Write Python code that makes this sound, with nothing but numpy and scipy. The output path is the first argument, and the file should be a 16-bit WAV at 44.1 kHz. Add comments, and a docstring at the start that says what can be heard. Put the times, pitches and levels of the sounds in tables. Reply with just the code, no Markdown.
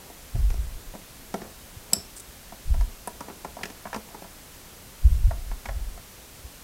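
"""In a quiet workshop, hands plug plastic wiring connectors into the back of a loose car door panel.
Plugs and cables brush and knock on the hollow panel, which rings briefly. Each bout of handling
brings dull thumps and a low rumble. One latch snaps home, plastic scuffs and a small catch flicks.
The room adds a short echo, and a close mono microphone adds hiss and a thin electronic whine."""
import sys
import numpy as np
from scipy import signal
from scipy.fft import rfft, irfft, next_fast_len
from scipy.io import wavfile
from scipy.ndimage import uniform_filter1d

SR = 44100
rng = np.random.default_rng(int(sys.argv[2]) if len(sys.argv) > 2 else 0)


def generate_wav(sig):
    """Save sig (samples, or channels by samples) to the path in sys.argv[1] as 16-bit PCM at SR."""
    pcm = np.round(np.clip(np.atleast_2d(sig).T, -1, 1) * 32767).astype(np.int16)
    wavfile.write(sys.argv[1], SR, pcm)


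N = 292775
TIME = np.arange(N) / SR


def from_db(db):
    """Turn decibels into a number to multiply a sound by."""
    return 10 ** (np.asarray(db) / 20)


def rms_one(x):
    """Scale a sound so that its average level (rms) is 1."""
    return x / np.sqrt(np.mean(x ** 2) + 1e-20)


def add(track, start_s, sound):
    """Mix a sound into a track at a given time."""
    start = int(round(start_s * SR))
    track[start:start + len(sound)] += sound[:N - start]


def band_noise(low_hz, high_hz, size):
    """Noise between a low and a high pitch, at average level 1."""
    band = signal.butter(2, [low_hz, min(high_hz, SR * .45)], "band", fs=SR, output="sos")
    return rms_one(signal.sosfilt(band, rng.standard_normal(2 * size))[size:])


def coloured_noise(spectrum):
    """Noise whose balance of lows and highs follows a table, at average level 1."""
    hz, db = np.transpose(spectrum)
    size = next_fast_len(N, real=True)
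    bins_hz = np.maximum(np.arange(size // 2 + 1) * SR / size, 1)
    gain = from_db(np.interp(np.log(bins_hz), np.log(hz), db))
    return rms_one(irfft(rfft(rng.standard_normal(size)) * gain, size)[:N])


def resonance(x, hz, width_hz):
    """Make a sound ring at one pitch; a narrower width rings longer."""
    r = np.exp(-np.pi * width_hz / SR)
    feed = np.array([1, 0, -1]) * (1 - r * r) / 2
    feedback = [1, -2 * r * np.cos(2 * np.pi * hz / SR), r * r]
    return signal.lfilter(feed, feedback, x + 1e-18)


def dying(t, fade_s):
    """A fade that falls by 60 dB in fade_s seconds."""
    return np.exp(-np.log(1000) * t / fade_s)


def burst(low_hz, high_hz, rise_s, fade_s):
    """A blow starts many crowded tones at once, heard as a short burst of noise."""
    t = np.arange(SR // 8) / SR
    hz = np.arange(1, 4098) * SR / 8192
    off_centre = (hz ** 2 - low_hz * high_hz) / (hz * (high_hz - low_hz))
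    white = rng.standard_normal(2 * len(hz) - 2)
    noise = irfft(rfft(white) / np.hypot(1, off_centre ** 2))[:len(t)]  # weak outside the band
    shape = (1 - np.exp(-(t / rise_s) ** 2)) * dying(t, fade_s)
    shape /= shape.max()
    hit = noise * shape
    return hit * np.linalg.norm(shape) / np.linalg.norm(hit)  # the shape alone sets the energy


def background(hiss_db=-46):
    """Steady room noise and microphone hiss, with a few thin electronic tones."""
    # tone colour of the room noise and hiss: pitch_hz, relative_db
    hiss_colour = [(8.8, -31), (15, 1), (70, -2), (112, -7.5), (275, -10), (300, -12.5), (390, -12.5),
                   (740, -15), (856, -16), (1320, -17.5), (1720, -18), (2110, -19), (2300, -19),
                   (12400, -21.5), (15700, -25.5)]
    # tones of the electronic whine: pitch_hz, level_db (rms)
    tones = [(6008, -74), (6222, -75), (7111, -75), (8000, -74), (12023, -64.5), (14223, -76)]
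    whine = sum(from_db(db) * np.sqrt(2) * np.sin(2 * np.pi * (hz * TIME + rng.random()))
                for hz, db in tones)
    return from_db(hiss_db) * coloured_noise(hiss_colour) + whine


def panel(push):
    """The hollow panel takes up part of a push's energy and rings on."""
    # pitches at which the panel rings: pitch_hz, width_hz, relative_db
    rings = [(191, 40, 7.5), (277, 24, -12), (416, 93, 0.5), (542, 53, 2), (678, 45, 4), (806, 27, -3),
             (958, 55, 2.5), (1348, 35, 2.5), (1720, 69, -2.5), (2160, 92, -16)]
    sound = push + sum(from_db(db) * resonance(push, hz, width_hz) for hz, width_hz, db in rings)
    return sound * np.linalg.norm(push) / np.linalg.norm(sound)


def brushing(swell_db_per_s=120, fade_db_per_s=200):
    """Hands and cables rub over the panel in soft strokes that swell and fade."""
    # strokes over the panel: peak_s, level_db
    strokes = [(0.06, -51), (1.45, -45.5), (1.93, -49), (3.3, -49.5), (3.69, -48.5), (4.15, -52)]
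    rub = panel(band_noise(low_hz=177, high_hz=890, size=N))
    gain = np.zeros(N)
    for peak_s, db in strokes:
        drop_db = np.maximum(swell_db_per_s * (peak_s - TIME), fade_db_per_s * (TIME - peak_s))
        gain += from_db(db - drop_db)
    return rub * gain


def knocks(thud_hz=246, clack_hz=2095, tick_hz=5570, tick_db_per_octave=50, grit_db=-3.5):
    """Plugs and cables land: the panel knocks, thuds and clacks, and the plug itself ticks."""
    # hits on the panel: start_s, level_db, pitch_hz, thud_db, clack_db, tick_db
    # (the last three are added to level_db)
    hits = [(0.1, -38.5, 690, -8, -12, -11), (0.352, -38, 620, 4, -10, -13),
            (0.502, -40.5, 610, -1, 0.5, -2), (0.54, -41, 610, 2, -8, -6),
            (0.937, -37.5, 680, -2, -12, -21), (0.95, -35.5, 640, 3, -13, -13),
            (1.34, -23, 714, 2, -8, -13.5), (1.417, -36.5, 710, 5.5, -5, -11),
            (1.9245, -37, 780, 6, -12, -12), (1.9326, -30, 790, 5, -5.5, -23),
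            (1.965, -40.5, 630, 10, -12, -20), (2.522, -35.5, 820, -4, -15, -21),
            (2.739, -34.5, 820, -2, -7.5, -13), (2.809, -34, 825, -10, -5.5, -10),
            (3.0735, -25.5, 740, -7.5, -12, -16), (3.206, -30, 910, -1.5, -16, -10.5),
            (3.283, -36, 765, -0.5, -10, -14), (3.299, -38.5, 790, 2, -4, -17),
            (3.4464, -27, 810, -5, -12, -17), (3.567, -31, 780, -12, -19, -19),
            (3.588, -37.5, 880, -3, -15, -17), (3.609, -35, 720, -7, -19, -21),
            (3.6324, -34.5, 930, 3, 10, 1), (3.6543, -41, 730, 4.5, 6.5, 3), (3.7, -41, 674, 4, -3, -3),
            (3.8533, -31, 780, -4, -4, -27), (3.868, -34, 1010, -8, -4.5, -24),
            (3.929, -29, 720, -11, 0, -16), (3.944, -26.5, 834, -8, -6.5, -10),
            (3.961, -31, 740, 4.5, -9, -8.5), (4.085, -44, 950, -5, -5, -9),
            (4.144, -34.5, 930, -3.5, -10, -18), (4.2203, -36.5, 690, -1, -9, -13),
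            (4.243, -38.5, 900, -6, -22, -20), (5.3086, -26, 720, -16, -8.5, -27),
            (5.513, -35.5, 830, -4, -5, -18), (5.655, -32.5, 1010, -7, 1.5, -8.5),
            (5.687, -29.5, 770, -19, -1.5, -18), (5.975, -40.5, 666, -7, -7.5, -17)]
    # knock, thud, clack and tick: spread (pitch ratio either side), relative_db, rise_s, fade_s
    parts = [(1.29, -1.5, 0.0015, 0.044), (1.505, -4, 0.0022, 0.058), (1.395, -2, 0.001, 0.043),
             (1.21, -3, 0.0003, 0.039)]
    out = np.zeros(N)
    for start_s, db, knock_hz, thud_db, clack_db, tick_db in hits:
        # a harder contact ticks louder and clacks higher
        pitches_hz = [knock_hz, thud_hz, clack_hz * 2 ** (tick_db / tick_db_per_octave), tick_hz]
        levels_db = db + np.array([0, thud_db, clack_db, tick_db])
        knock, thud, clack, tick = [
            from_db(level_db + part_db) * burst(hz / spread, hz * spread, rise_s, fade_s)
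            for hz, level_db, (spread, part_db, rise_s, fade_s) in zip(pitches_hz, levels_db, parts)]
        grit = from_db(db + tick_db + grit_db) * burst(2800, 11000, rise_s=0.00041, fade_s=0.042)
        add(out, start_s, panel(knock) + panel(thud) + panel(clack) + tick + grit)
    return out


def rumble(boost_db=0.5, rise_s=0.049, sag_db_per_s=38.5, release_db_per_s=150):
    """A low rumble starts as a hand takes hold, eases as it works and dies when it lets go."""
    # bouts of handling: start_s, length_s, level_db
    bouts = [(0.32, 0.44, -20), (2.643, 0.19, -18.5), (5.006, 0.56, -17.5), (5.65, 0.32, -30.5)]
    # tone colour of the rumble: pitch_hz, relative_db
    rumble_colour = [(12, -7), (22, 6.5), (38, 4.5), (62, -2), (90, -11.5), (125, -17.5), (180, -27.5),
                     (300, -58)]
    handling = np.zeros(N)
    for start_s, length_s, db in bouts:
        age_s = np.maximum(TIME - start_s, 0)
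        loss_db = sag_db_per_s * age_s + release_db_per_s * np.maximum(age_s - length_s, 0)
        handling += np.minimum(age_s / rise_s, 1) ** 2 * from_db(db + boost_db - loss_db)
    noise = coloured_noise(rumble_colour)
    # even out the noise, so that it swells only with the handling
    power = uniform_filter1d(uniform_filter1d(noise ** 2, size=1800), size=1800)
    return handling * noise / np.sqrt(power)


def thumps(swell_cycles=0.88, sharpness=2.7):
    """Soft pushes make dull thumps that swell and die within a few slow swings."""
    # soft pushes: start_s, level_db, pitch_hz
    pushes = [(0.347, -19.5, 97), (0.38, -16.5, 61), (0.425, -14, 42), (0.46, -15, 34), (0.58, -23, 53),
              (0.745, -29, 45), (0.855, -32, 30.6), (1.763, -33.5, 87), (1.972, -34, 88), (2.695, -11, 53),
              (2.787, -13, 43.7), (5.043, -6.5, 58.3), (5.11, -16, 63), (5.231, -10, 42),
              (5.273, -16.5, 85), (5.49, -23.5, 38), (5.68, -24, 41.7), (5.755, -24.5, 65),
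              (5.799, -22, 42), (5.86, -26.5, 41.7), (6.439, -32.5, 60)]
    out, t = np.zeros(N), np.arange(SR // 3) / SR
    for start_s, db, hz in pushes:
        age = t * hz / swell_cycles  # 1 at the top of the swell
        swell = (age * np.exp(1 - age)) ** sharpness
        add(out, start_s, from_db(db) * swell * np.sin(2 * np.pi * hz * t))
    return out


def latch(shell_db=-0.5, crack_db=-25.5, sizzle_db=-21.5, chatter_db=-21):
    """The latch snaps home: the connector's shell rings, and the catch cracks and chatters."""
    # the strike and its rebound: start_s, level_db
    strikes = [(1.9324, 1), (1.9356, -18)]
    # ringing tones of the plastic shell: pitch_hz, relative_db, rise_s, fade_s
    shell_tones = [(2620, -29.5, 0.0011, 0.03), (3960, -25, 0.0013, 0.024), (4904, -10, .0018, 0.016),
                   (5300, -15, 0.002, 0.02), (5660, -20, .0022, .02), (6570, -17, 0.0012, 0.01),
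                   (7440, -10, 0.0011, 0.014), (7765, -10, .0014, 0.023), (7970, -4.5, 0.0011, 0.016),
                   (8220, -10, .001, .011), (10170, -19, 0.0006, 0.016), (11900, -15, .0007, 0.015)]
    out, t = np.zeros(N), np.arange(SR // 8) / SR
    ring = np.zeros(len(t))
    for k, (hz, db, rise_s, fade_s) in enumerate(shell_tones):
        shape = (1 - np.exp(-(t / rise_s) ** 2)) * dying(t, fade_s)
        ring += (-1) ** k * from_db(db + shell_db) * shape * np.sin(2 * np.pi * hz * t)
    for start_s, db in strikes:
        crack = from_db(crack_db) * burst(2020, 8900, rise_s=0.00026, fade_s=0.027)
        sizzle = from_db(sizzle_db) * burst(9800, 12900, rise_s=0.00026, fade_s=0.027)
        chatter = from_db(chatter_db) * burst(4710, 5650, rise_s=0.0021, fade_s=0.027)
        add(out, start_s, from_db(db) * (ring + crack + sizzle + chatter))
    return out


def scuff(start_s=2.159, length_s=0.054, edge_s=0.004, level_db=-44.5, slips_per_s=1500):
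    """Plastic slides on plastic in tiny slips that make the shell ring high and bright."""
    slips = (rng.random(N) < slips_per_s / SR) * rng.standard_normal(N)
    sliding = np.clip(np.minimum(TIME - start_s, start_s + length_s - TIME) / edge_s, 0, 1)
    return from_db(level_db) * sliding * rms_one(resonance(slips, hz=8200, width_hz=1900))


def flick(start_s=3.0735, level_db=-30.5):
    """As a plug lands, a small catch springs back with one crisp, high tick."""
    out = np.zeros(N)
    add(out, start_s, from_db(level_db) * burst(8200, 11300, rise_s=0.00027, fade_s=0.03))
    return out


def workshop_echo(sound, gap_s=0.005, build_s=0.013):
    """Reflections from the room build up after a short gap; each band fades at its own rate."""
    # bands of the echo: low_hz, high_hz, level_db, fade_s
    bands = [(148, 640, -7.5, 0.29), (560, 1500, -11.5, 0.13), (1520, 4300, -14, 0.34),
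             (5220, 5900, -7.5, .26), (7240, 7800, -13, 0.23), (8450, 11700, -16, 0.18)]
    t = np.arange(SR // 2) / SR
    build_up = np.clip((t - gap_s) / build_s, 0, 1)
    echo = np.zeros(len(t))
    for low_hz, high_hz, db, fade_s in bands:
        tail = band_noise(low_hz, high_hz, len(t)) * build_up * dying(t, fade_s)
        band_share = 2 * (high_hz - low_hz) / SR  # a wider band holds more energy
        echo += from_db(db) * np.sqrt(band_share) * tail / np.linalg.norm(tail)
    return signal.fftconvolve(sound, echo)[:N]


def scene():
    """Mix the sounds; only the plastic ones echo. One microphone feeds both channels."""
    plastic = brushing() + knocks() + latch() + scuff() + flick()
    mono = background() + plastic + rumble() + thumps() + workshop_echo(plastic)
    return np.array([mono, mono])


def record(dry, cutoff_hz=15800):
    """A steep filter cuts away the very highest treble."""
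    return signal.sosfilt(signal.ellip(12, .1, 80, cutoff_hz, fs=SR, output="sos"), dry)


dry = scene()
out = record(dry)
generate_wav(out)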